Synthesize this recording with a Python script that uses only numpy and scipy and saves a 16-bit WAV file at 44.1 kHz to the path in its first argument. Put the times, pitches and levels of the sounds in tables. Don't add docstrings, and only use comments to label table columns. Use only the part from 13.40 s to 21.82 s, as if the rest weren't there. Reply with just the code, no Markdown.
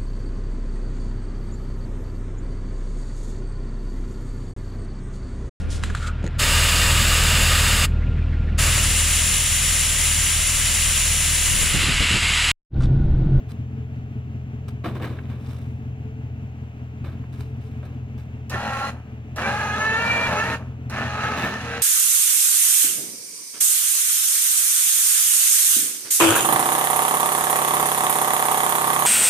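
import sys
import numpy as np
from scipy import signal
from scipy.fft import rfft, irfft, next_fast_len
from scipy.io import wavfile
from scipy.ndimage import uniform_filter1d

SR = 44100
rng = np.random.default_rng(int(sys.argv[2]) if len(sys.argv) > 2 else 0)


def log_audio(samples):
    frames = np.atleast_2d(samples).T
    limited = np.clip(frames, -1, 1)
    pcm = np.round(limited * 32767).astype(np.int16)
    wavfile.write(sys.argv[1], SR, pcm)


N = 371322
T = np.arange(N) / SR
SIZE = next_fast_len(N + SR // 2, real=True)
SIZE += SIZE % 2
HZ = np.arange(SIZE // 2 + 1) * SR / SIZE

# [time_s, crankshaft_rpm]
IDLE_SPEED = [(0, 633.6), (2.95, 635.5), (3.3, 602.6), (3.75, 640.9), (4.9, 625.8), (5.45, 599),
              (6.1, 625.5), (6.7, 614), (7.55, 641), (8.1, 606.2)]
# [relative_strength_db, bank_0_or_1]
CYLINDERS = [(0.8, 0), (-0.4, 1), (-4.9, 1), (-1, 0), (1.1, 1), (-3.5, 0), (5.5, 0), (-1.8, 1)]
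# [share_of_cycle, relative_level_db]
PIPE_KNOCKS = [(.022, 1), (.105, -8), (.195, -11), (.25, -8), (.44, -12), (.62, -2), (.735, -4.5),
               (.81, -10)]
# [frequency_hz, relative_level_db]
PIPE_TONE = [(25, -42), (42, -23), (63, -27), (84, -2), (98, -16), (113, -1), (128, 0), (160, -22),
             (195, -25), (222, -15), (280, -31), (330, -38), (430, -35), (700, -54)]
# [frequency_hz, relative_level_db]
KNOCK_TONE = [(100, -50.5), (170, -1.5), (222, 16), (280, 7.5), (330, -10.5), (600, -33.5), (3000, -66)]
# [frequency_hz, relative_level_db]
GAS_TONE = [(20, -38), (45, -12), (70, 4.5), (140, 5), (175, 0.5), (230, -0.5), (285, -11.5), (340, -13),
            (395, -16), (435, 0), (490, -30.5), (1200, -52.5), (3000, -89.5)]
# [frequency_hz, relative_level_db_per_hz]
ENGINE_BAY_TONE = [(200, 0.5), (330, -3), (440, -9), (540, -7.5), (720, -5), (1000, -14.5), (1900, -15.5),
                   (2700, -15), (4000, -31.5), (5200, -34.5), (6600, -31), (8500, -45), (16000, -41)]

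# [start_s, level_db, rise_s, decay_s]
RUSTLES = [(0.074, -49.5, 0.032, 0.024), (1.28, -41, 0.003, 0.013), (1.95, -50, 0.16, 0.13),
           (3.915, -53.5, 0.016, 0.088), (3.975, -51.5, 0.035, 0.032), (4.2, -57, 0.016, 0.14),
           (4.448, -53, 0.0066, .012), (4.773, -51, 0.013, 0.032), (7.95, -47, 0.024, 0.036)]
# [frequency_hz, relative_level_db_per_hz]
RUSTLE_TONE = [(500, 10), (1500, 2), (4000, -3), (6000, -10), (9000, -10.5), (15000, -14)]
# [start_s, level_db, rise_s, decay_s, bark_treble_db]
LOG_BUMPS = [(1.438, -25.5, 0.0079, 0.029, -6), (1.455, -29, 0.0044, 0.052, -6.5),
             (1.545, -32.5, 0.011, 0.038, -6.5), (1.597, -34.5, 0.0036, 0.035, -17),
             (1.611, -33.5, 0.015, 0.042, 2), (1.637, -42, 0.0081, 0.039, 0),
             (1.69, -41.5, 0.0081, 0.24, -7.5), (1.885, -45.5, 0.017, 0.06, 0),
             (3.641, -38.5, 0.0018, 0.082, -2.5), (4.425, -40, 0.0026, 0.084, -8),
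             (5.125, -30.5, 0.025, 0.035, -12), (7.955, -32, 0.025, 0.095, 5.5),
             (8.02, -26, 0.032, 0.035, -3)]
# [frequency_hz, relative_level_db_per_hz]
BED_TONE = [(50, -12.5), (110, 1.5), (220, 3.5), (450, -0.5), (800, -4.5), (1500, -10.5), (2400, -15),
            (4000, -21.5), (5500, -34), (9000, -35), (15000, -35.5)]
# [start_s, level_db, pitch_hz]
CLACKS = [(1.444, -40, 1300), (1.457, -34, 1400), (1.464, -30, 650), (1.599, -41, 1200), (1.643, -35, 1600),
          (1.666, -32, 800), (1.771, -55, 2500), (1.787, -40.5, 1650), (1.835, -55, 2500),
          (1.853, -50, 2000), (2.062, -54, 3400), (3.643, -44, 1600), (3.838, -48, 1150),
          (4.429, -44, 1100)]

# [start_s, stop_s, spin_up_s, grinding_db, whine_db, treble_db, switch_snap_db]
PULLS = [(5.096, 5.498, 0.018, -28.5, -29.5, -4, -36), (5.96, 7.152, 0.042, -26.5, -24, -5.5, -39),
         (7.497, 8.423, 0.055, -27.5, -33.5, -10, -41)]
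# [time_s, tooth_rate_hz, relative_whine_db, backlash_radians]
GEARS_1 = [(5.1, 245, -6, 1.3), (5.16, 273, 0, .7), (5.23, 274, -1.5, .7), (5.265, 276, 1, .6),
           (5.33, 272, -.5, .7), (5.385, 271, -2, .7), (5.42, 274, 1, .6), (5.475, 275, 3, .6),
           (5.5, 274, -3, 1)]
GEARS_2 = [(5.96, 305, -5, 1.6), (6.0, 345, -3, 1.6), (6.045, 390, 1, 1.3), (6.1, 408, -3, 1.4),
           (6.18, 421, -3.5, 1.3), (6.31, 415, .5, 1.1), (6.39, 429, -1, 1.1), (6.47, 439, 2, .8),
           (6.55, 447, 4.5, .7), (6.6, 461, 1.5, .9), (6.64, 467.5, .5, .9), (6.7, 470, 0, .8),
           (6.865, 473, -1, .9), (6.895, 455, -4, 1.4), (6.935, 418, -10, 1.5), (6.965, 424, 0, 1.2),
           (7.04, 452, -2, 1.3), (7.16, 457, -4, 1.4)]
GEARS_3 = [(7.5, 320, -6, 1.6), (7.56, 385, -5, 1.6), (7.65, 410, -6, 1.4), (7.71, 417, -1, 1.1),
           (7.77, 419, -3, 1.2), (7.85, 425, 3, 1), (7.93, 429, -1, 1), (8.0, 435, 0, .9),
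           (8.1, 446, -3, .9), (8.2, 445, -11, 1.4), (8.42, 440, -16, 1.6)]
# [multiple_of_tooth_rate, relative_level_db]
SLACK_LINES = [(2, 4), (3, 4), (4, 4), (5, 8), (6, -4), (7, 2), (8, -7), (9, -7), (11, -14), (12, -10),
               (13, -17), (15, -10)]
# [multiple_of_tooth_rate, relative_level_db]
LOADED_LINES = [(1, -9), (2, -1.5), (3, -2.5), (3.8, -10), (4, -2), (5, -7), (6, -7.5), (7, -15.5),
                (8, -19), (9, -20), (10, -22), (15, -17)]
# [frequency_hz, width_hz, lift_db]
BOOM = [(463, 96, 3), (814, 46, 9), (1078, 50, 6.5), (1266, 60, 10), (1350, 32, 3), (1675, 50, 3),
        (1775, 110, 11.5), (2355, 50, 9), (3330, 140, 6), (4050, 240, 8), (6500, 280, 7.5)]
# [frequency_hz, relative_level_db_per_hz]
GRIND_TONE = [(120, -16), (220, 9), (350, -6), (600, 3), (1000, -0.5), (1650, 0.5), (2100, -7.5),
              (2700, -4.5), (3400, -18), (5000, -21.5), (7200, -23), (8000, -27), (10500, -26),
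              (14000, -38.5)]
# [start_s, level_db, rise_s, decay_s]
CABLE_JOLTS = [(5.132, -25, .012, .014), (5.982, -23, .0015, .012), (6.018, -27, .002, .012),
               (6.862, -26, .012, .02), (7.125, -27, .006, .018), (7.572, -27, .012, .022),
               (7.835, -28, .015, .035)]
# [frequency_hz, relative_level_db_per_hz]
JOLT_TONE = [(200, -4), (700, -6), (1300, -2.5), (1800, 4), (2100, -17), (3000, -14.5), (5000, -29),
             (14000, -39)]
# [frequency_hz, left_minus_right_db]
WINCH_BALANCE = [(400, 1), (1000, 1), (2000, -0.4), (4000, -6), (7000, 0)]

FIRST_FIRING, FAR_BANK_LAG_S = .241, .0019
GAS_DB, KNOCK_DB = -9, -12
EXHAUST_DB, EXHAUST_DB_PER_RPM, SETTLE_DB_PER_S = -31.5, 0.1038, 0.2154
BARK_RATE, BARK_SPREAD_DB = 3000, 3.5
CLACK_WIDTH, CLACK_DECAY_S = .6, .006
SPIN_UP_DB, BITE_DB, BITE_S, WHINE_RISE_S, BRAKE_S = -10, -2, 0.21, 0.07, 0.0082
PINION_TEETH, WEAR_DB = 5, -3
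SQUEAL_HZ, SQUEAL_WIDTH_HZ, SQUEAL_LIFT_DB, SQUEAL_LINE = 2352, 56, 9.5, 5
LANDING_S, UNLOAD_S, UNLOAD_GRIND_DB = 7.97, 0.31, -4
UNLOAD_HUM_HZ, UNLOAD_HUM_DB, HUM_S, HUM_RISE_S = 469, -34, 8.19, 0.11
TOP_HZ = 15850


def undb(db):
    return 10 ** (np.asarray(db) / 20)


def unit(x):
    return x / np.sqrt(np.mean(x ** 2))


def curves(table):
    time_s, *columns = np.transpose(table)
    return [np.interp(T, time_s, column) for column in columns]


def shape(points):
    hz, db = np.transpose(points)
    return np.interp(np.log(HZ + 1), np.log(hz), db)


def lift(resonances):
    return sum(db / (1 + (2 * (HZ - hz) / width) ** 2) for hz, width, db in resonances)


def colour(x, db):
    cepstrum = irfft(db * np.log(10) / 20)
    cepstrum[1:SIZE // 2] *= 2
    cepstrum[SIZE // 2 + 1:] = 0
    response = np.exp(rfft(cepstrum))
    return irfft(rfft(x, SIZE) * response)[..., :N]


def noise(db):
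    spectrum = rfft(rng.standard_normal(SIZE))
    return unit(irfft(spectrum * undb(db))[:N])


def walk(rate):
    steps = np.interp(T * rate, np.arange(8192), rng.standard_normal(8192))
    return unit(uniform_filter1d(steps, max(1, int(SR / rate / 2))))


def treble(x, hz):
    return signal.sosfiltfilt(signal.butter(2, hz, "high", fs=SR, output="sos"), x)


def ramp(start, length):
    return np.clip((T - start) / length, 0, 1)


def swell(start, rise, decay):
    return ramp(start, rise) * np.exp(-np.maximum(T - start - rise, 0) / decay)


def pulse_train(when, db):
    return np.histogram(when, N, (0, N / SR), weights=undb(db))[0]


def outdoors(x, lag_ms, balance_db, scatter_db, scatter_hz, t60):
    spectra = rfft(np.broadcast_to(x, (2, N)), SIZE)
    t = T[:SR // 2]
    out = []
    for side, spectrum in zip((1, -1), spectra):
        echoes = rng.standard_normal(len(t)) * np.exp(-np.log(1000) * t / t60)
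        scatter = rfft(echoes / np.linalg.norm(echoes), SIZE) * undb(scatter_db)
        scatter = scatter * HZ / (HZ + scatter_hz)
        direct = np.exp(1j * np.pi * HZ * side * lag_ms / 1000)
        heard = spectrum * (direct + scatter) * undb(side * balance_db / 2)
        out.append(irfft(heard)[:N])
    return np.array(out)


def exhaust(rpm, cycles):
    firing = np.arange(-8, int(cycles[-1] * 8))
    strength_db, bank = np.array(CYLINDERS)[firing % 8].T
    knock_place, knock_db = np.array(PIPE_KNOCKS)[firing % 8].T
    timing_chance, strength_chance = rng.standard_normal((len(firing), 2)).T
    firing_s = np.interp(firing / 8 + FIRST_FIRING, cycles, T, left=-1, right=-1)
    firing_s = firing_s + bank * FAR_BANK_LAG_S + .0002 * timing_chance
    pulses = pulse_train(firing_s, strength_db + strength_chance)
    pipe = unit(colour(pulses, shape(PIPE_TONE + [(3000, -100)])))
    puffs = signal.lfilter([1], [1, -np.exp(-1 / (0.017 * SR))], pulses)
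    flow = 1 + .6 * unit(puffs)
    gas = unit(colour(flow * rng.standard_normal(N), shape(GAS_TONE)))
    knock_s = np.interp(firing // 8 + knock_place, cycles, T, left=-1, right=-1)
    knocks = pulse_train(knock_s, knock_db + strength_chance)
    knock = unit(colour(knocks, shape(KNOCK_TONE)))
    level_db = EXHAUST_DB + EXHAUST_DB_PER_RPM * (rpm - rpm.mean()) - SETTLE_DB_PER_S * T
    return (pipe + undb(GAS_DB) * gas + undb(KNOCK_DB) * knock) * undb(level_db)


def engine_bay(cycles, bay_db=-48.5, diffuse_db=-3):
    lope = undb(bay_db + 1.0 * np.cos(2 * np.pi * cycles) + 0.15 * walk(27))
    around = np.array([treble(noise(shape(ENGINE_BAY_TONE)), 600) for _ in range(2)])
    direct = lope * noise(shape(ENGINE_BAY_TONE))
    return direct, undb(diffuse_db) * lope * around


def engine():
    rpm = curves(IDLE_SPEED)[0]
    cycles = np.cumsum(rpm) / SR / 120
    pipe_sound = exhaust(rpm, cycles)
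    bay, around = engine_bay(cycles)
    direct = outdoors(pipe_sound + bay, lag_ms=.24, balance_db=1.3,
                      scatter_db=-12, scatter_hz=900, t60=.1)
    return direct + around


def rustles(grain_db=3):
    grainy = noise(shape(RUSTLE_TONE)) * unit(undb(grain_db * walk(600)))
    return grainy * sum(swell(s, rise, decay) * undb(db) for s, db, rise, decay in RUSTLES)


def grains(rate, spread_db):
    hit = rng.random(N) < rate / SR
    sign = rng.choice([-1, 1], N)
    size_db = spread_db * np.minimum(rng.exponential(size=N), 3)
    return hit * sign * undb(size_db)


def log_bumps():
    thump = noise(shape(BED_TONE))
    bright = treble(thump, 900)
    crumbs = colour(grains(BARK_RATE, BARK_SPREAD_DB), shape(BED_TONE))
    bark = np.std(bright) * unit(treble(crumbs, 1000))
    return sum(swell(s, rise, decay) * undb(db) * (thump - bright + undb(bark_db) * bark)
               for s, db, rise, decay, bark_db in LOG_BUMPS)


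def clacks():
    out = np.zeros(N)
    t = T[:SR // 5]
    for s, db, hz in CLACKS:
        band = [hz / (1 + CLACK_WIDTH), min(hz * (1 + CLACK_WIDTH), TOP_HZ)]
        body = signal.butter(3, band, "band", fs=SR, output="sos")
        ring = unit(signal.sosfilt(body, rng.standard_normal(len(t))))
        first = int(s * SR)
        out[first:first + len(t)] += undb(db) * ring * np.exp(-t / CLACK_DECAY_S)
    return out


def handling():
    return outdoors(log_bumps() + rustles() + clacks(), lag_ms=0.025, balance_db=-1.0,
                    scatter_db=1.0, scatter_hz=1010, t60=0.016)


def switch(decay_s=0.013):
    snaps = sum(undb(db) * swell(s, 0.00079, decay_s) for s, *_, db in PULLS)
    return snaps * noise(shape([(800, -21), (2000, -4), (5600, 4.0), (9000, -5), (15000, -10)]))


def gear_whine(speed, teeth, load_db, backlash, pull, lines, flutter_db=3.0):
    start, stop = pull[:2]
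    boom_db = lift(BOOM)
    squeal_curve = lift([(SQUEAL_HZ, SQUEAL_WIDTH_HZ, SQUEAL_LIFT_DB)])
    whine = 0
    for multiple, db in lines:
        line_hz = multiple * speed
        squeal_db = (multiple == SQUEAL_LINE) * np.interp(line_hz, HZ, squeal_curve)
        lift_db = np.interp(line_hz, HZ, boom_db) + squeal_db
        loose = undb(-squeal_db / 2)
        shake = loose * backlash * walk(95)
        size = undb(db + lift_db + loose * flutter_db * walk(55))
        whine = whine + size * np.sin(2 * np.pi * multiple * teeth + shake)
    whine = whine * undb(load_db)
    whine = whine / np.std(whine[(T > start) & (T < stop)])
    return whine * ramp(start, WHINE_RISE_S) * (1 - ramp(stop, 2 * BRAKE_S))


def wear(turns, count=512, change_rate=14):
    place = turns % 1 * count
    scrape = 0
    for _ in range(2):
        strength = walk(change_rate)
        pattern = np.interp(place, np.arange(count), rng.standard_normal(count))
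        scrape = scrape + strength * pattern
    return unit(scrape)


def gear_grind(teeth, grind_db, grain_db=2.0, spread=2.12):
    chatter = rng.standard_normal(N) + undb(WEAR_DB) * wear(teeth / PINION_TEETH)
    chatter = chatter + spread * treble(rng.standard_normal((2, N)), 2700)
    tone_db = shape(GRIND_TONE) + .45 * lift(BOOM)
    grind = unit(colour(chatter * undb(grain_db * walk(500)), tone_db))
    landed = ramp(LANDING_S, UNLOAD_S)
    hiss = treble(grind, 3500)
    return undb(grind_db) * (hiss + (grind - hiss) * undb(UNLOAD_GRIND_DB * landed))


def unload_hum():
    note = np.sin(2 * np.pi * UNLOAD_HUM_HZ * T + .5 * walk(50))
    return ramp(HUM_S, HUM_RISE_S) * undb(UNLOAD_HUM_DB) * note


def winch(tooth_hz, load_db, backlash, pull, lines, coast_db=-8, wander=0.00297,
          surge_db=1.0, coast_dulling=0.81):
    start, stop, spin_up_s, grind_db, whine_db, treble_db, _ = pull
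    speed = tooth_hz * (1 + wander * walk(30))
    teeth = np.cumsum(speed) / SR
    whine = gear_whine(speed, teeth, load_db, backlash, pull, lines)
    grind = gear_grind(teeth, grind_db)
    sound = grind + unload_hum() + whine * undb(whine_db)
    sound = sound + (undb(treble_db) - 1) * treble(sound, 6000)
    spin_up_db = SPIN_UP_DB * (1 - ramp(start, spin_up_s))
    bite_db = BITE_DB * swell(start, spin_up_s, BITE_S)
    effort = undb(spin_up_db + bite_db + surge_db * walk(12))
    running = ramp(start, 0.0026) * np.exp(-np.maximum(T - stop, 0) / BRAKE_S)
    rumble = grind - coast_dulling * treble(grind, 1430)
    coast = undb(coast_db) * swell(stop, 0.0047, 0.083) * rumble
    return sound * effort * running + coast


def jolts():
    shaking = sum(undb(db) * swell(s, rise, decay) for s, db, rise, decay in CABLE_JOLTS)
    return shaking * noise(shape(JOLT_TONE) + lift(BOOM) / 2)


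def crane():
    sound = switch() + jolts()
    all_lines = (SLACK_LINES, LOADED_LINES, LOADED_LINES)
    for pull, gears, lines in zip(PULLS, (GEARS_1, GEARS_2, GEARS_3), all_lines):
        sound = sound + winch(*curves(gears), pull, lines)
    return outdoors(sound, lag_ms=0.087, balance_db=shape(WINCH_BALANCE),
                    scatter_db=-1.5, scatter_hz=2270, t60=0.17)


def scene():
    return engine() + crane() + handling()


def record(dry):
    return signal.sosfilt(signal.ellip(10, .2, 70, TOP_HZ, fs=SR, output="sos"), dry)


dry = scene()
out = record(dry)
log_audio(out)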